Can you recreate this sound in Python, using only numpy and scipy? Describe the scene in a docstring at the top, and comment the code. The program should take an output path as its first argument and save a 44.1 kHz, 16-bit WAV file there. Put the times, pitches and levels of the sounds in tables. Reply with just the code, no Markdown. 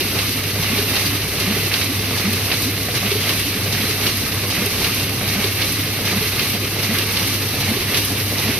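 """Workshop, delivery end of a sheet-fed printing press at steady pace, picked up by two close ports.
Roar of rollers, chain and blown air: filtered noise, ticks and ringing links, swinging with the load.
Each sheet repeats gripper clatter (swarms of hits), ticks (filtered clicks) and knocks (ringing modes);
groans (rising tones) and rounded thumps (short sine bursts) join at listed times, with lone snaps.
Motor hum, gear tones and whines (wavering sines) lie beneath."""
import sys
import numpy as np
from scipy import signal
from scipy.fft import rfft, irfft, next_fast_len
from scipy.io import wavfile

SR = 44100
rng = np.random.default_rng(int(sys.argv[2]) if len(sys.argv) > 2 else 0)


def dump(signal):
    """Clip the signal to [-1, 1] and save it as 16-bit WAV at the path in sys.argv[1]."""
    limited = np.clip(np.atleast_2d(signal).T, -1, 1)
    pcm = np.round(limited * 32767).astype(np.int16)
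    wavfile.write(sys.argv[1], SR, pcm)


N = 378819
TIME_S = np.arange(N) / SR
SHEET_S, SHEETS = .7757, 12   # one machine cycle; cycles


def from_db(db):
    """Gain of a level in dB."""
    return 10 ** (np.asarray(db) / 20)


def rms_one(x):
    """Scale to rms 1."""
    return x / np.sqrt(np.mean(x ** 2) + 1e-20)


def coloured(x, spectrum, peaks=()):
    """Filter by (hz, db) points joined on a log-frequency axis, plus bell (centre_hz, width_hz, db) peaks."""
    size = next_fast_len(N)
    point_hz, point_db = np.transpose(spectrum)
    axis_hz = np.arange(size // 2 + 1) * SR / size + 1   # 1 Hz up, keeps the log finite
    db = np.interp(np.log(axis_hz), np.log(point_hz), point_db)
    for centre_hz, width_hz, top_db in peaks:
        db = db + top_db / (1 + (2 * (axis_hz - centre_hz) / width_hz) ** 2)
    return irfft(rfft(x, size) * from_db(db), size)[..., :N]


def band(x, low_hz, high_hz):
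    """Butterworth band-pass."""
    sos = signal.butter(2, [low_hz, min(high_hz, .45 * SR)], "band", fs=SR, output="sos")
    return signal.sosfilt(sos, x)


def ring(x, hz, t60_s):
    """Two-pole resonator: every impulse starts a decaying sine."""
    r, w = from_db(-60 / (t60_s * SR)), 2 * np.pi * hz / SR
    return signal.lfilter([0, np.sin(w)], [1, -2 * r * np.cos(w), r * r], x)


def drift(rate_hz):
    """Slow chance of rms 1: twice low-passed noise, made at SR / 40 and interpolated."""
    r = np.exp(-80 * np.pi * rate_hz / SR)
    noise = rng.standard_normal(N // 40 + 2002)
    slow = signal.lfilter([1], [1, -2 * r, r * r], noise)[2000:]   # settled part
    return np.interp(np.arange(N) / 40, np.arange(len(slow)), rms_one(slow))


def grit(per_s, spread_db):
    """Uneven metal contacts at random moments, independent in sum and difference; rms 1."""
    sizes_db = spread_db * np.minimum(rng.exponential(1, (2, N)), 5)
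    sizes = from_db(sizes_db) * rng.choice([-1, 1], (2, N))
    return rms_one(sizes * (rng.random((2, N)) < per_s / SR))


def each_sheet(phase_s, levels_db, spread_db, jitter_s=0.001):
    """Times and gains of one contact, a little different on every sheet."""
    chance = rng.uniform(-np.sqrt(3), np.sqrt(3), (SHEETS, 2))   # rms 1
    at_s = phase_s + SHEET_S * np.arange(SHEETS) + jitter_s * chance[:, 0]
    return np.maximum(at_s, 0), from_db(np.resize(levels_db, SHEETS) + spread_db * chance[:, 1])


def add(out, at_s, sound):
    """Mix a short sound in at a moment."""
    part = out[:, int(at_s * SR):][:, :sound.shape[1]]
    part += sound[:, :part.shape[1]]


def running(octave_flicker_db=0.96, chain_db=-20.0):
    """Roar: flat noise, chain ticks and links; load sets lows and highs, each octave flickers a little."""
    # load on rollers and chain through one cycle: phase_s, low_db, high_db (weighted per octave below)
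    load = [(0, 1.5, 3), (.1, 0, 2), (.17, 3, 3), (.25, 1, 3.5), (.31, -2, 3.5), (.43, -0.5, 0.5),
            (.54, -0.5, 0.5), (.6, 1, 0.5), (.66, 0.5, 2), (.72, 2, 2)]
    phase_s, low_points_db, high_points_db = np.transpose(load)
    low_db = np.interp(TIME_S % SHEET_S, phase_s, low_points_db, period=SHEET_S)
    high_db = np.interp(TIME_S % SHEET_S, phase_s, high_points_db, period=SHEET_S)
    size = next_fast_len(N)
    flat = rng.standard_normal((2, N)) + from_db(chain_db) * grit(900, 4.4) + links()
    spectrum = rfft(flat, size)
    octave = np.clip(np.log2(np.arange(size // 2 + 1) * SR / size / 100 + 1e-9), 0, 7)   # over 100 Hz
    together, out = drift(18.0), 0
    for k in range(8):
        # overlapping octaves that sum flat
        part = irfft(spectrum * np.clip(1 - np.abs(octave - k), 0, 1), size)[:, :N]
        high_share = np.clip((k - 3.5) / 2, 0, 1)
        # rumble below and blown air on top are steadier
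        depth = np.clip(k - 1.4, 0, 1) * (.6 if k == 7 else 1)
        load_db = depth * ((1 - high_share) * low_db + high_share * high_db)
        flicker_db = octave_flicker_db * (0.73 * together + drift(17))
        out = out + from_db(load_db + flicker_db) * part
    return out


def links(taps_per_s=1400.0, t60_s=.07, level_db=-11.5):
    """Chain links and gripper parts, tapped at random, ring briefly, each at its own pitch."""
    out, taps, dealt = 0, grit(taps_per_s, 2.65), rng.integers(0, 60, (2, N))
    pitches_hz = np.linspace(1000, 4800, 60) * rng.normal(1, .004, 60)
    for k, hz in enumerate(pitches_hz):
        out = out + ring(taps * (dealt == k) + 1e-18, hz, t60_s)
    return from_db(level_db) * rms_one(out)


def clatter():
    """Gripper and valve contacts and lone snaps: swarms of small hits that swell, then die away."""
    # contacts: phase_s, rise_s, t60_s, low_hz, high_hz, spread_db,
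    # levels_db (re flat noise before band-pass; per sheet or one for all);
    # three gripper bars share the chain, so some contacts return every third sheet
    contact_table = [(.003, 0.0007, 0.04, 8000, 14500, 0, [5, -6, -6, 9, -6, -6, 12, -6, -6, 9, -6, -6]),
                     (.004, 0.002, .06, 2570, 5000, 0, [10, -3, -3, 6, -3, -3, 6, -3, -3, 10.5, -3, -3]),
                     (.009, .003, 0.06, 2550, 4820, 0, [-3, 7, -3, -3, 10.5, -3, -3, 10.5, -3, -3, 4, -3]),
                     (.15, 0.02, 0.35, 1200, 2600, 1, [1]),
                     (.186, .004, .065, 2600, 5000, 0, [10.5, 12, 14, 12, 12, 12.5, 12, 12.5, 11, 12, 12.5, 12]),
                     (.187, .003, .09, 600, 1900, 0, [2, 3, 4, 7, 6, 3, 3, 2, 2, 3, 4, 3]),
                     (.186, .001, .06, 7500, 13000, 1.5, [2]), (.2, .011, 0.21, 3530, 10400, .8, [-3]),
                     (.213, 0.001, 0.027, 1500, 10300, -1, [.5]), (.291, .001, .05, 7500, 15000, 1.5, [6]),
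                     (.622, .002, .06, 8000, 14000, 1, [1]), (.439, .002, .06, 1500, 7000, 1.5, [2]),
                     (.504, .0011, .044, 3000, 11000, 1.5, [0]),
                     (.554, .0018, 0.067, 600, 2500, -3.5, [2.7]), (.62, .005, .22, 2600, 7000, 0.5, [5.5]),
                     (.645, .015, 0.5, 1900, 2900, .5, [1]), (.737, 0.0035, .1, 1400, 2600, .5, [2])]
    # lone hard snaps that stand out of the round: start_s, high_hz, level_db (as above)
    snap_table = [(1.714, 3000, 9), (0.995, 9900, 7), (1.754, 3000, 4), (1.813, 4560, 10.5),
                  (2.514, 3100, 11), (2.539, 4930, 7), (7.971, 11000, 11), (3.4, 3500, 8)]
    snap_rise_s, snap_t60_s, snap_low_hz = 0.00044, 0.095, 1490
    swarm, out = grit(6000, 2.5), np.zeros((2, N))
    contacts = []
    for phase_s, rise_s, t60_s, low_hz, high_hz, spread_db, levels_db in contact_table:
        hits = each_sheet(phase_s, levels_db, spread_db)
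        contacts.append((hits, rise_s, t60_s, low_hz, high_hz))
    for start_s, high_hz, level_db in snap_table:
        hits = [start_s], [from_db(level_db)]
        contacts.append((hits, snap_rise_s, snap_t60_s, snap_low_hz, high_hz))
    for hits, rise_s, t60_s, low_hz, high_hz in contacts:
        t = np.arange(1, int((t60_s + 4 * rise_s) * SR)) / SR
        envelope = from_db(-60 * t / t60_s) * (1 - np.exp(-t / max(rise_s, 2e-4)))
        for at_s, gain in zip(*hits):
            shaped = envelope * swarm[:, rng.integers(N - SR):][:, :len(t)]
            # evens sparse and dense swarms
            luck = np.sqrt(np.mean(shaped ** 2, axis=1, keepdims=True) / np.mean(envelope ** 2))
            add(out, at_s, gain / envelope.max() / luck * band(shaped, low_hz, high_hz))
    return out


def ticks():
    """Metal on metal: one hard click and its inverted bounce, with a random share in the difference."""
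    # phase_s, low_hz, high_hz, levels_db (click peak re flat noise rms before band-pass; per sheet or for all)
    tick_table = [(.0045, 1500, 9000, [18, 21, 18, 20, 23, 18, 22, 23, 18, 25, 20, 18]),
                  (.1805, 1500, 6000, [22, 26, 22, 24, 23, 19, 22, 21, 19, 20, 26, 22]),
                  (.191, 2600, 5200, [24, 25, 34, 25, 26, 29, 25, 30, 30, 30, 25, 25]),
                  (.264, 900, 4500, [19]),
                  (.2938, 1300, 8000, [22, 22, 20, 21, 21, 20, 19, 20, 21, 20, 19, 20]),
                  (.4395, 1800, 7500, [23, 19, 21, 22, 19, 19, 20, 19, 20, 21, 20, 20]),
                  (.5775, 1800, 5500, [14, 19, 17, 17, 23, 18, 18, 17, 16, 18, 16, 17]),
                  (.6245, 1500, 11000, [19, 20, 21, 21, 26, 23, 21, 22, 21, 23, 21, 21]),
                  (.646, 600, 2000, [30]), (.703, 600, 1800, [24]), (.75, 2000, 5500, [19])]
    bounce_s, bounce_db = .002, -6.5
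    out, click = np.zeros((2, N)), np.zeros(SR // 50)
    click[[0, int(bounce_s * SR)]] = 1, -from_db(bounce_db)
    for phase_s, low_hz, high_hz, levels_db in tick_table:
        times_s, gains = each_sheet(phase_s, levels_db, 1, jitter_s=.0005)
        for at_s, gain, aside in zip(times_s, gains, rng.uniform(-1, 1, SHEETS)):
            add(out, at_s, gain * np.array([[1], [aside]]) * band(click, low_hz, high_hz))
    return out


def knocks():
    """Each cam blow sets the frame ringing, most of all the modes near the spot it strikes."""
    # cam blows: phase_s, centre_hz, reach_octaves_per_20db (floored at .05), spread_db,
    # levels_db (before mode level and reach)
    blow_table = [(0.051, 428, 0.16, -2.5, [-34.5]), (.135, 595, -2, 3, [-42]), (.162, 860, 5, -1, [-36.5]),
                  (.284, 284, -1.7, 4.5, [-26.5]), (.345, 706, 2, 6, [-40.5]),
                  (0.451, 284, 1.4, 1, [-27.5]), (.56, 563, 0.5, 0, [-22]), (.578, 200, -3, 1.5, [-27.5]),
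                  (.622, 144, 0.5, 4, [-26]), (.625, 860, 1.5, 1, [-33.5]), (.7, 595, 0.6, 2, [-28.5]),
                  (.734, 284, 0.8, 4, [-26])]
    # low modes of the frame: mode_hz, mode_db, t60_s
    mode_table = [(144, -2, 0.2), (200, 2, 0.17), (284, -1.5, 0.19), (396, -15, 0.081), (428, 6, 0.24),
                  (483, -1, 0.39), (595, -4.5, 0.13), (650, -9, 0.08), (706, 3, 0.1), (860, 2, .05),
                  (975, -2, 0.04)]
    blows = []
    for phase_s, centre_hz, reach, spread_db, levels_db in blow_table:
        blows.append((each_sheet(phase_s, levels_db, spread_db), centre_hz, max(reach, .05)))
    out = 0
    for mode_hz, mode_db, t60_s in mode_table:
        clicks = np.full(N + SR, 1e-18)
        for (times_s, gains), centre_hz, reach in blows:
            off_spot_db = 20 * abs(np.log2(mode_hz / centre_hz)) / reach
            clicks[(times_s * SR).astype(int)] += gains * from_db(mode_db - off_spot_db)
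        out = out + ring(clicks[:N], mode_hz, t60_s)
    return out


def groans(octave_db=-20.0):
    """A tone with its octave swells fast, slackens midway, rises in pitch and is cut off."""
    # two pushes each, two groans in most cycles: start_s, start_hz, level_db (before push shape),
    # second_push_over_first_db
    groan_table = [(0.693, 193, -21.5, 3), (1.124, 252, -24, -1), (1.468, 175, -18, 2),
                   (1.888, 238, -21, -3), (2.24, 172.4, -16.5, 2), (2.655, 230, -21, 3),
                   (3.014, 170, -23, 4), (3.45, 244, -23.5, 1), (3.796, 184, -22, 4), (4.574, 170, -23, 5),
                   (5.348, 172, -21, 5), (5.762, 245, -26, 5), (6.123, 169.4, -21.5, 8),
                   (6.885, 192, -20, 1), (7.676, 188, -19, 6), (8.09, 242, -25, 7), (8.452, 190, -19.5, 5)]
    turns, rise_share = 12.13, 0.296   # vibrations in one groan; pitch rise over start pitch
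    # slack between the pushes, place and width as shares of the length
    dip_at, dip_width, dip_db = 0.55, .09, -7
    out = np.zeros(N + SR)
    for start_s, start_hz, level_db, second_db in groan_table:
        u = np.linspace(0, 1, int(turns / (1 + rise_share / 2) / start_hz * SR))
        from_dip = (u - dip_at) / dip_width
        push_db = second_db * np.tanh(from_dip) / 2 + 2 + dip_db * np.exp(-from_dip ** 2)
        shape = np.sin(np.pi * u).clip(0) ** 0.54 * from_db(push_db)
        angle = 2 * np.pi * (rng.random() + np.cumsum(start_hz * (1 + rise_share * u)) / SR)
        wave = np.sin(angle) + from_db(octave_db) * np.sin(2 * angle)
        out[int(start_s * SR):][:len(u)] += from_db(level_db) * shape * wave
    return out[:N]


def thumps():
    """A rounded knock of a few vibrations: it swells evenly and rings a little after."""
    # one sheet dropped, the next taken: peak_s, pitch_hz, peak_db
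    thump_table = [(.016, 372, -20.5), (0.051, 279, -24), (.359, 266, -20.5), (0.598, 151, -19.5),
                   (.794, 400, -17), (.922, 258, -21.5), (1.57, 408, -20), (2.343, 382, -22),
                   (2.965, 114.4, -16), (3.121, 397, -15), (3.158, 417, -21.5), (3.895, 423, -20.5),
                   (4.238, 226, -20), (4.669, 403, -20.5), (5.448, 400, -16), (6.224, 424, -21),
                   (6.545, 193, -24), (6.996, 387, -22.5), (7.329, 252, -24), (7.772, 407, -21.5),
                   (7.816, 390, -23), (8.547, 395.5, -28)]
    swell_s = 0.00895   # time to full height
    out, u = np.zeros(N + SR), np.linspace(0, 3, int(3 * swell_s * SR))
    shape = (u * np.exp(1 - u)) ** 2 * (1 - (u / 3) ** 4)
    for peak_s, pitch_hz, peak_db in thump_table:
        wave = shape * np.sin(2 * np.pi * (pitch_hz * swell_s * u + rng.random()))
        out[max(int((peak_s - swell_s) * SR), 0):][:len(u)] += from_db(peak_db) * wave
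    return out[:N]


def tones():
    """Hum, gear mesh and whines: steady sines whose height and phase partly waver; sum and difference."""
    # pitch_hz, level_db_rms, waver_width_hz, unsteady_share (0-1), difference_over_sum_db
    tone_table = [(65.9, -42, 6, .3, -25), (100.3, -29, 14, .2, -28), (131.3, -45, 4, .4, -22),
                  (264.5, -46, 4, .4, -16), (397, -47, 5, .4, -16), (526.2, -54, 5, .4, -14),
                  (789.3, -58, 5, .4, -12), (1049, -58, 5, .4, -9), (1142, -53, 8, .5, -8),
                  (2024, -47, 10, .5, -6)]
    out = 0
    for pitch_hz, level_db, waver_hz, unsteady, difference_db in tone_table:
        share = np.clip(unsteady, 0, 1)
        waver = drift(waver_hz) + 1j * drift(waver_hz)
        height = np.sqrt(2 * (1 - share)) + np.sqrt(share) * waver
        tone = from_db(level_db) * height * np.exp(2j * np.pi * (pitch_hz * TIME_S + rng.random()))
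        out = out + np.array([tone.real, from_db(difference_db) * tone.imag])
    return out


def scene():
    """Sum and difference of the ports, turned into left and right."""
    # roar in the sum of the ports, which cancel near 7 kHz: freq_hz, density_db_per_hz (shape only)
    sum_spectrum = [(25, -25), (66, -16), (120, -8.5), (400, -13.5), (600, -19.5), (1200, -23), (2600, -18),
                    (4050, -20), (6400, -26), (7350, -44.5), (8600, -29.5), (12000, -21), (14300, -26),
                    (15600, -46)]
    # roar in the difference of the ports: freq_hz, density_db_per_hz (shape only)
    difference_spectrum = [(25, -36), (165, -19), (267, -10.5), (650, -14), (972, -14), (2010, -9.5),
                           (3000, -4), (4600, -1.5), (7120, -8), (9080, -3), (10300, -9.5), (11900, -1.5),
                           (13200, -8.5), (15600, -12.5)]
    # resonances and hollows of frame and covers: centre_hz, width_hz, gain_db
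    frame_peaks = [(200, 450, 2), (990, 38, -4.5), (1210, 200, 3.5), (1400, 350, -2), (2097, 180, 2.5),
                   (2240, 154, 1), (2680, 520, 1), (3420, 760, -3), (3770, 360, 1.5), (4250, 640, 1),
                   (5070, 130, 2), (5645, 70, 5), (5840, 30, 3), (2730, 120, 1.5)]
    sum_rms_db, difference_rms_db = -22.5, -26   # roar alone
    left_lag_s, lag_top_hz = 3e-5, 6000   # lows and mids reach the left port a little late
    steady = running()
    flat = steady + clatter() + ticks()   # clatter reaches the ports through the same frame and room
    total, difference = tones()
    colours = [(sum_spectrum, sum_rms_db), (difference_spectrum, difference_rms_db)]
    for k, (spectrum, rms_db) in enumerate(colours):
        roar_rms = np.std(coloured(steady[k], spectrum, frame_peaks))
        flat[k] = coloured(flat[k], spectrum, frame_peaks) * from_db(rms_db) / roar_rms
    thuds = knocks() + groans() + thumps()
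    total = total + flat[0] + thuds
    # the frame is not heard alike by both ports
    difference = difference + flat[1] + from_db(-23) * np.roll(thuds, 40)
    # a small lag is minus the slope times the delay, half on each port
    slope_per_s = SR * np.gradient(band(total, 20, lag_top_hz))
    difference = difference - left_lag_s / 2 * slope_per_s
    return np.array([total + difference, total - difference])


def record(dry):
    """The ports differ in colour; the top is cut."""
    # left port over right: freq_hz, gain_db (split evenly between the ports)
    left_over_right = [(60, 0.5), (180, -1), (550, 0.5), (1650, -2.5), (4970, 1.5), (15000, 1)]
    left = coloured(dry[0], [(hz, db / 2) for hz, db in left_over_right])
    right = coloured(dry[1], [(hz, -db / 2) for hz, db in left_over_right])
    stop_hz = 15800   # 70 dB down from here up
    top_cut = signal.cheby2(20, 70, stop_hz, fs=SR, output="sos")
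    return signal.sosfilt(top_cut, np.array([left, right]))


dry = scene()
out = record(dry)
dump(out)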